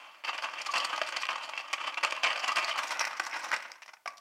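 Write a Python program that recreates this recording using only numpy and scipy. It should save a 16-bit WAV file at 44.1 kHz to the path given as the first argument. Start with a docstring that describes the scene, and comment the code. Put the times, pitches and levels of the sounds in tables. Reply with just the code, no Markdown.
"""Crushed ice tumbles from a refrigerator door chute into a foam cup, heard some metres off in a kitchen.
First the fading echo of earlier clatter, then the pour: lumps land as bursts of contacts that ring the cup's modes.
As the cup fills, the crack of chips gains top treble; from 2.75 s it is drawn back and tipped, and rings differently.
The ice settles and thins out; past 4 s the cup knocks the dispenser twice: decaying sines and a rattle.
Throughout: faint hiss (shaped noise) and the kitchen's echo (decaying noise tails)."""
import sys
import numpy as np
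from scipy import signal
from scipy.fft import rfft, irfft, next_fast_len
from scipy.io import wavfile
from scipy.ndimage import uniform_filter1d, map_coordinates

SR = 44100
rng = np.random.default_rng(int(sys.argv[2]) if len(sys.argv) > 2 else 0)


def bounce(signal):
    """Save signal as a 16-bit WAV file at the path given by the first command-line argument."""
    frames = np.transpose(np.atleast_2d(signal))
    limited = np.clip(frames, -1, 1)
    pcm = np.round(limited * 32767).astype(np.int16)
    wavfile.write(sys.argv[1], SR, pcm)


N = 185616
T = np.arange(N) / SR


def amp(db):
    """dB to gain."""
    return 10 ** (np.asarray(db) / 20)


def unit(x):
    """x at rms 1."""
    return x / np.sqrt(np.mean(x ** 2) + 1e-20)


def along(points, hz):
    """(f/Hz, value) points interpolated on a log frequency axis."""
    f, v = np.transpose(points)
    return np.interp(np.log(hz + 1), np.log(f + 1), v)


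def wobble(knots_per_s):
    """A smooth random curve through normal random knots."""
    return map_coordinates(rng.standard_normal(int(N * knots_per_s / SR) + 4), [T * knots_per_s])


def filtered(x, response):
    """x times a complex response of frequency."""
    m = 2 * next_fast_len(N // 2 + SR // 8)
    return irfft(rfft(x, m) * response(np.fft.rfftfreq(m, 1 / SR)), m)[..., :N]


def causal(points):
    """The minimum-phase response with the gain of the points, by folding the cepstrum."""
    def response(hz):
        cep = irfft(np.log(amp(along(points, hz)) + 1e-6))
        cep[1:len(hz)] *= 2
        cep[len(hz):] = 0
        return np.exp(rfft(cep))
    return response


def decaying(impulses, life_s):
    """Each impulse dies exponentially, to 1/e in life_s."""
    return signal.lfilter([1], [1, -np.exp(-1 / (life_s * SR))], impulses)


REBOUND_HZ = 280


def without_thump(x):
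    """Low end rolled off below REBOUND_HZ: no deep thump, no bass stirred in the room."""
    return signal.lfilter(*signal.butter(2, REBOUND_HZ, 'high', fs=SR), x)


# hiss colour before the low cut: f/Hz, relative level/dB
HISS_COLOUR = [(500, 10), (16000, -6)]


def hiss():
    """Steady background noise, its low end rolled off below 900 Hz."""
    noise = rng.standard_normal(N)
    return amp(-72.5) * unit(filtered(noise, lambda hz: amp(along(HISS_COLOUR, hz)) * hz / (hz + 900)))


# decay of the room: f/Hz, t60/s
KITCHEN_DECAY = [(300, 0.64), (5000, 0.15), (12000, 0.28)]
EARLY_T60_S = 0.047


def kitchen(x, early_db, late_db):
    """The recess answers at once, the room dies more slowly; each stretch of sound finds its own paths."""
    out, step = np.pad(x, (0, SR)), SR // 12
    lag = np.arange(SR // 2) / SR
    for i in range(0, N, step):
        hz, t, z = signal.stft(rng.standard_normal(SR // 2), SR, nperseg=256)
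        decay = amp(-60 * t / along(KITCHEN_DECAY, hz)[:, None])
        late = signal.istft(z * decay, SR, nperseg=256)[1][:len(lag)]
        early = rng.standard_normal(len(lag)) * amp(-60 * lag / EARLY_T60_S)
        tail = amp(late_db) * np.roll(late, 400) / np.linalg.norm(late)  # 9 ms later
        tail += amp(early_db) * early / np.linalg.norm(early)
        echo = signal.fftconvolve(x[i:i + step], without_thump(tail))
        out[i:i + len(echo)] += echo
    return out[:N]


# cup against dispenser: t/s, level/dB, brightness/(dB per octave re 1 kHz), contact/s
DISPENSER_KNOCKS = [(4.058, -27.5, -33.5, 0.00094), (4.0761, -29, 4.5, 0.00015)]
# what then rings: f/Hz, level/dB, t60/s
CRADLE_MODES = [(735, -12, .028), (1154, -9, .14), (1600, -7, .018), (2266, 0, .022), (4900, -8, .009)]


def knocks():
    """After the pour the cup knocks the dispenser: a soft knock stirs the low modes, a hard one all."""
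    out, t = np.zeros(N + SR), np.arange(SR // 4) / SR
    for s, db, bright_db, contact_s in DISPENSER_KNOCKS:
        ring = np.zeros(len(t))
        for hz, level_db, t60_s in CRADLE_MODES:
            mode_db = level_db + bright_db * np.log2(hz / 1000)
            ring += amp(mode_db - 60 * t / t60_s) * np.sin(2 * np.pi * hz * t)
        out[round(s * SR):][:len(t)] += amp(db) * ring * (1 - np.exp(-(t / contact_s) ** 2))
    return out[:N]


# fine clatter as it swells and fades, opening with the echo of earlier clatter: t/s, level/dB
CLATTER_LEVEL = [(0, -44), (.21, -53.5), (.235, -58), (.25, -44.5), (.7, -39), (.95, -38.5), (1.27, -43),
                 (1.72, -44), (2.22, -43.5), (2.33, -43), (2.55, -40.5), (3.02, -35.5), (3.19, -42.5),
                 (3.3, -39), (3.56, -37), (3.8, -58), (4.05, -102), (4.21, -55)]
# bursts of fine clatter that thin out: showers of chips, and at 4.08 s the rattle after the knock:
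# t/s, level/dB
CLATTER_BURSTS = [(0.751, -29), (1.299, -36.5), (2.048, -39), (2.24, -26.5), (2.578, -29), (4.08, -55)]
BURST_RISE_S, THINS_DB_PER_S = 0.0054, 89.5


def patter_db():
    """Level of the fine clatter: a swelling and fading curve plus bursts that rise fast and thin out."""
    power = amp(np.interp(T, *np.transpose(CLATTER_LEVEL))) ** 2
    for s, db in CLATTER_BURSTS:
        since = np.clip(T - s, -1, None)
        rise = np.exp(-(np.minimum(since, 0) / BURST_RISE_S) ** 2)
        power = power + amp(db - THINS_DB_PER_S * np.maximum(since, 0)) ** 2 * rise
    return 10 * np.log10(power)


POUR_STARTS_S = .24
# fainter patter than the median: more crack, less knock
CRACK_DB_PER_DB, KNOCK_DB_PER_DB = -0.0749, 0.0548
# chips that stand out as ticks: level over the patter, its scatter, life
TICKS_PER_S, TICK_DB, TICK_SCATTER_DB, TICK_S = 70, 8.5, 7, 0.00096


def patter_power(patter):
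    """Power of the fine clatter as thud, knock and crack; in the pour it flickers and chips tick."""
    pouring = T > POUR_STARTS_S
    flicker_db = 2.5 * wobble(60) * pouring
    power = amp(patter + flicker_db + np.array([[-3], [-3], [-16]])) ** 2
    over_median = patter - np.median(patter)
    power[1] *= amp(KNOCK_DB_PER_DB * over_median) ** 2
    power[2] *= amp(CRACK_DB_PER_DB * over_median) ** 2
    hit = rng.random(N) < TICKS_PER_S / SR * pouring
    ticks = decaying(hit * amp(TICK_DB + TICK_SCATTER_DB * rng.standard_normal(N)) ** 2, TICK_S)
    power[1:] *= 1 + ticks * [[.3], [1]]
    return power


# larger lumps: peak t/s, level/dB, crack re level/dB, rise/s (limited in the blow), ring f/Hz
BIG_LUMPS = [(0.148, -45, -19, .001, 2602), (.24, -32, -15, 0.0011, 2360), (0.251, -32.5, -9, 0.0039, 2430),
             (0.291, -27, -15, 0.0091, 1310), (0.334, -33.5, -15, 0.0023, 1140),
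             (0.35, -32, -11.5, 0.0091, 900), (0.377, -45, -6, 0.0013, 2472),
             (.388, -28, -16.5, 0.0043, 2530), (0.425, -30, -6, 0.0023, 980),
             (0.443, -25.5, -13, 0.0085, 2820), (0.538, -31.5, -13, 0.0029, 898),
             (0.588, -36, -11.5, 0.0074, 2458), (.617, -45.5, 15, 0.0015, 1090),
             (0.667, -30, -0.5, 0.003, 2850), (0.69, -39.5, -22, 0.0031, 1143),
             (0.718, -47, 10.5, 0.0055, 1170), (.741, -24, -8.5, 0.0024, 990),
             (0.761, -24, -11, 0.0048, 1040), (0.781, -24.5, -1, 0.0021, 1188),
             (0.804, -31, -4, 0.0043, 3050), (0.849, -23, -2, 0.0031, 1115),
             (0.904, -30.5, -11, 0.0063, 980), (0.936, -25.5, -16, 0.0069, 1254),
             (.962, -31.5, -4.5, 0.0028, 760), (.981, -26.5, -10.5, 0.0015, 1300),
             (1.017, -19, -9, 0.00093, 648), (1.067, -41, 3.5, 0.0018, 1260),
             (1.091, -33, -4.5, 0.0095, 2475), (1.126, -28, -8.5, 0.0022, 2810),
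             (1.168, -21.5, -8, 0.0029, 2540), (1.221, -36.5, -2, 0.015, 2500),
             (1.235, -25.5, -17, 0.0018, 2520), (1.291, -20.5, -17.5, 0.0016, 2463),
             (1.31, -30.5, -10.5, 0.008, 1140), (1.359, -27.5, -11.5, 0.0018, 1255),
             (1.441, -34.5, -8.5, 0.015, 2625), (1.481, -36.5, -12, 0.0021, 1264),
             (1.495, -31.5, -9, 0.003, 1230), (1.537, -27.5, -35, 0.00091, 1197),
             (1.579, -30, -6, 0.002, 2700), (1.603, -34.5, -10, 0.0086, 2660),
             (1.66, -39, -26, 0.0015, 1190), (1.7312, -27.5, 4.5, 0.0011, 2720),
             (1.737, -22, -8.5, 0.0031, 2400), (1.783, -32.5, -24, 0.0025, 2540),
             (1.813, -32, -14, 0.0094, 1232), (1.846, -29, -18, 0.0077, 2550),
             (1.88, -26.5, -15.5, 0.026, 1380), (1.975, -25, -16, 0.002, 2570),
             (1.982, -28, -13, 0.0041, 2720), (2.031, -25.5, -13, .0012, 2650),
             (2.0369, -19, -7, 0.0017, 2030), (2.047, -20.5, -18, .005, 1200),
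             (2.125, -22.5, -9.5, 0.00152, 1164), (2.178, -31.5, -19, 0.0029, 1382),
             (2.2355, -18, -6.5, 0.0014, 1195), (2.244, -23.5, -4.5, 0.0019, 2408),
             (2.249, -18, -17, 0.0023, 3160), (2.27, -27, -13.5, 0.013, 2550),
             (2.306, -24, -12, 0.0022, 2510), (2.362, -25, -13, 0.0024, 1310),
             (2.379, -27.5, -10, 0.0026, 1204), (2.399, -34, -2.5, 0.0047, 2480),
             (2.442, -24, -10, 0.0069, 2300), (2.481, -32, 7.5, 0.0019, 1176),
             (2.492, -23.5, -14, 0.0094, 1164), (2.52, -29, -4, 0.0021, 1230),
             (2.561, -28, 0.5, 0.0026, 1180), (2.571, -19.5, -12, 0.0045, 1200),
             (2.59, -23, -11, 0.013, 1265), (2.647, -28.5, 0, 0.0016, 1090),
             (2.694, -27.5, -6, 0.024, 2000), (2.781, -28.5, -2, 0.0018, 1500),
             (2.789, -21.5, -8, 0.0071, 1030), (2.842, -28, -8, 0.014, 825),
             (2.877, -35, 0.5, 0.0059, 1490), (2.908, -27.5, -4, .0012, 1610),
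             (2.922, -23.5, -7.5, 0.0081, 1640), (2.995, -25, 3, 0.00073, 2100),
             (3.011, -21, -7.5, 0.0064, 1446), (3.044, -24, -22, 0.0016, 1554),
             (3.052, -26.5, 6, 0.00048, 2005), (3.074, -26, -7, 0.0024, 1710),
             (3.133, -30.5, -13, 0.0023, 1152), (3.154, -40, -9, 0.0011, 1050),
             (3.1982, -23, -1, 0.00082, 1150), (3.201, -18.5, -15, 0.001, 2500),
             (3.24, -43.5, 5, 0.0051, 1150), (3.268, -28, -5, 0.0039, 1070), (3.296, -40, -3, 0.0019, 1160),
             (3.34, -28.5, -17.5, 0.012, 2100), (3.367, -29, -11, 0.0095, 904),
             (3.397, -32, -8, 0.0036, 1640), (3.426, -44, -4, 0.0012, 1330),
             (3.446, -27, -9, 0.0077, 959.6), (3.49, -32.5, -7, 0.0032, 1570),
             (3.517, -29, -10, 0.003, 1514), (3.527, -28.5, -18, .005, 1540),
             (3.54, -19.5, -13.5, 0.0071, 1550), (3.626, -36, -5.5, 0.0016, 1100),
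             (3.657, -35.5, -17.5, 0.0084, 1430), (3.759, -42.5, -11.5, 0.0021, 1510),
             (3.823, -39.5, -5.5, 0.0019, 2430), (3.833, -42.5, -8, 0.0023, 2420),
             (3.862, -42, -1, 0.0011, 1910), (3.882, -38.5, -11, 0.00195, 1080),
             (3.894, -36, -18, 0.00267, 1590), (3.938, -40.5, -5, 0.0023, 940),
             (3.971, -50, -20, 0.0019, 2480), (4.061, -29.5, -11, 0.00156, 697),
             (4.078, -28.5, -4.5, 0.001, 1152), (4.1723, -56.5, 16, 0.0005, 1224),
             (4.181, -54, 13.5, 0.00078, 1120)]
# small lumps: level over the patter, its scatter, crack re level, typical rise
SMALL_PER_S, SMALL_DB, SMALL_SCATTER_DB, SMALL_CRACK_DB, SMALL_RISE_S = 30, 5.5, 1, -12, .003
CLEARANCE_S, SMALL_LOWEST_HZ = .018, 800


def lumps(patter):
    """The larger lumps and, by chance in the gaps, small ones; in order of time."""
    big, count = np.array(BIG_LUMPS), int(SMALL_PER_S * N / SR)
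    when, mode = rng.random((count, 2)).T
    size, crack, crumble = rng.standard_normal((count, 3)).T
    s = (np.arange(count) + when) / SMALL_PER_S
    level_db = np.interp(s, T, patter) + SMALL_DB + SMALL_SCATTER_DB * size
    rise_s = SMALL_RISE_S * np.exp(.5 * crumble)
    small = np.c_[s, level_db, SMALL_CRACK_DB + 4 * crack, rise_s, SMALL_LOWEST_HZ * 4 ** mode]
    clear = np.abs(s[:, None] - big[:, 0]).min(axis=1) > CLEARANCE_S
    rows = np.r_[big, small[clear & (s > POUR_STARTS_S)]]
    return rows[np.argsort(rows[:, 0])]


RING_DB, RING_CYCLES = -13, 60  # level over the lump's, t60 in cycles


def rings():
    """The cleaner the blow of a larger lump, the more one tone of the cup stands out after it."""
    out, t = np.zeros(N + SR), np.arange(SR // 8) / SR
    for s, db, _, rise, ring_hz in BIG_LUMPS:
        clean_db = RING_DB - 9 * (rise / 0.0024) ** 2
        tone = amp(db + clean_db - 60 * t * ring_hz / RING_CYCLES) * np.sin(2 * np.pi * ring_hz * t)
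        out[round((s - min(rise, .012)) * SR):][:len(t)] += tone
    return out[:N]


EVENS_OUT_S = .004


def contacts(per_s, scatter_db):
    """Random sharp contacts of uneven size whose strength evens out over a few ms, rms 1."""
    hit = rng.random(N) < per_s / SR
    x = unit(hit * rng.choice([-1, 1], N) * amp(scatter_db * rng.standard_normal(N)))
    local_power = np.abs(uniform_filter1d(x ** 2, size=round(EVENS_OUT_S * SR)))
    return unit(x / np.sqrt(.1 + local_power))


PIECES_PER_S, PIECES_SHARE, PIECE_S = 260, 0.37, 0.0019  # rate, share of lump energy, life


def crumbling():
    """A crumbling lump breaks up into separate hard hits: a power curve of mean 1."""
    pieces = decaying((rng.random(N) < PIECES_PER_S / SR) * rng.random(N), PIECE_S)
    return 1 + PIECES_SHARE * (pieces / pieces.mean() - 1)


# a lump that rings low thuds more than it knocks: ring of an even split, slope
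EVEN_HZ, SPLIT_DB_PER_OCTAVE = 833, 1.5


def blows(patter, fallen):
    """Force on the cup as thud, knock and crack: each lump builds up, peaks and stops short."""
    power = patter_power(patter)
    pieces = crumbling()
    snaps = np.zeros((3, N))
    t = np.arange(-SR // 25, SR // 12) / SR
    for s, db, crack_db, rise, ring_hz in fallen:
        rise = np.clip(rise, .0003, .012)
        knock = 1 / (1 + amp(-SPLIT_DB_PER_OCTAVE * np.log2(ring_hz / EVEN_HZ)) ** 2)
        size = amp(db) * np.array([[np.sqrt(1 - knock)], [np.sqrt(knock)], [amp(crack_db)]])
        build_up = np.exp(-np.abs(t / rise) ** 1.66)
        stop = np.exp(-np.abs(t / (0.0017 + 0.65 * rise)) ** 1.15)
        burst = np.where(t < 0, build_up, stop)
        # the shorter the build-up, the more of the energy arrives as one clean blow
        clean = 0.7 * np.exp(-(rise / 0.0019) ** 2)
        i = round(s * SR) - SR // 25
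        broken = burst[:N - i] * pieces[i:i + len(t)]
        power[:, i:i + len(t)] += (1 - clean) * size ** 2 * broken * burst.sum() / broken.sum()
        snaps[:, round((s - rise) * SR)] += size[:, 0] * np.sqrt(clean * burst.sum())
    snaps = without_thump(snaps)
    # crack: partly the shared contacts, partly chips shattering on their own
    shared = contacts(4000, scatter_db=3.5)
    splinters = unit(1.37 * shared + contacts(8800, scatter_db=1.0))
    return np.sqrt(power) * [shared, shared, splinters] + snaps * [[1], [1], [.3]]


def facets(x, depth_db):
    """Every chip has its own shape, so the colour of the clatter shifts from moment to moment."""
    z = signal.stft(x, nperseg=128)[2]
    field = uniform_filter1d(rng.standard_normal(z.shape[1:]), size=3, axis=0)
    field = uniform_filter1d(field, size=6, axis=1)
    field[:2] = 0  # the bass comes from the whole cup and keeps its colour
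    return signal.istft(z * amp(depth_db * unit(field)), nperseg=128)[1][:, :N]


EDGES_HZ = (1450, 3700)  # thud | knock | crack
# foam wall and microphone, relative within each part: f/Hz, gain/dB
WALL_GAIN = [(25, -31), (150, -23.5), (345, -6.5), (427, -19), (503, -4), (800, 0.5), (1740, 1.5),
             (2900, -1.5), (3750, -6), (5570, -7), (7600, -14), (12000, -30), (16000, -41)]


def through_wall(parts):
    """Each part is kept to its band and coloured by the foam wall and microphone."""
    def response(hz):
        low = 1 / (1 + (hz / EDGES_HZ[0]) ** 8)
        high = 1 / (1 + (EDGES_HZ[1] / (hz + 1)) ** 8)
        return np.array([low, 1 - low - high, high]) * causal(WALL_GAIN)(hz)
    return filtered(parts, response)


# cup and chute resonances: f/Hz, width/Hz (floored), level under the chute/dB, level in the hand/dB
CUP_MODES = [(641.6, 114, 0.5, -10), (920, 81, 3.5, 4), (1054, 42, 5.5, 0), (1140.4, 43, 10.5, 2),
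             (1230, 71, 9, 5.5), (1480, 138, 8.5, 15), (1618, 15, 7, 4.5), (1982, 270, 4, 9.5),
             (2254, 47, 1.5, -15), (2423.6, 250, 10.5, 3.5), (2688, 104, 14, -25), (3050, 280, 13, -14),
             (4570, 460, 4.5, -49), (5530, 670, -44, 1)]
NARROWEST_HZ = 45
DRAWN_BACK_S = (2.75, 2.9)
# as ice fills the cup, chips meet ice instead of foam: extra top treble
OPEN_S, OPEN_DB = (2.4, 3.1), -8
AIM_FADES_S = 0.019  # after a lump the chips strike anywhere again
SHIFTS_DB = 2  # the heap shifts and damps now one mode, now another


def cup(forces, fallen):
    """The wall passes each blow broadly; the spot where a lump lands decides which modes ring most."""
    s, rise, ring_hz = fallen[:, [0, 3, 4]].T
    lump = np.clip(np.searchsorted(s - 2 * rise, T) - 1, 0, None)  # the latest at each sample
    aim_db = 11 + 9 * np.exp(-(rise / 0.002) ** 2)  # a clean blow singles out its mode more
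    luck = rng.standard_normal((len(s), len(CUP_MODES)))
    fresh = np.exp(-np.clip(T - s[lump], 0, None) / AIM_FADES_S)
    held = np.interp(T, DRAWN_BACK_S, [0, 1])
    wall = facets(forces, depth_db=3.0)
    for k, (hz, width, chute_db, hand_db) in enumerate(CUP_MODES):
        spot_db = aim_db * np.exp(-(np.log(hz / ring_hz) / 0.02) ** 2) + 1.94 * luck[:, k]
        spot_db = spot_db[lump] * fresh + SHIFTS_DB * wobble(17)
        part = np.searchsorted(EDGES_HZ, hz)
        b, a = signal.iirpeak(hz, hz / max(width, NARROWEST_HZ), SR)
        strike = amp(chute_db + held * (hand_db - chute_db) + spot_db)
        wall[part] += signal.lfilter(b, a, strike * forces[part])
    top_treble = np.diff(forces[2], n=2, prepend=[0, 0])
    wall[2] += amp(OPEN_DB) * np.interp(T, OPEN_S, [0, 1]) * top_treble
    wall = through_wall(wall)
    # each part keeps the energy that it was struck with
    kept = np.std(forces, axis=1, keepdims=True) / np.std(wall, axis=1, keepdims=True)
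    return np.sum(wall * kept, axis=0)


def scene():
    """Ice in the cup, heard through the kitchen over a faint hiss."""
    patter = patter_db()
    fallen = lumps(patter)
    tones = without_thump(rings() + knocks())
    ice = cup(blows(patter, fallen), fallen) + tones
    return (kitchen(ice, early_db=-13.5, late_db=-12.0) * amp(-4.5) + hiss())[None]


TOP_HZ = 15850


def record(dry):
    """The input stage rounds off the loudest peaks towards 0.3; nothing is kept above TOP_HZ."""
    rounded = dry / (1 + np.abs(dry / .3) ** 4) ** (1 / 4)
    return filtered(rounded, lambda hz: hz < TOP_HZ)


dry = scene()
out = record(dry)
bounce(out)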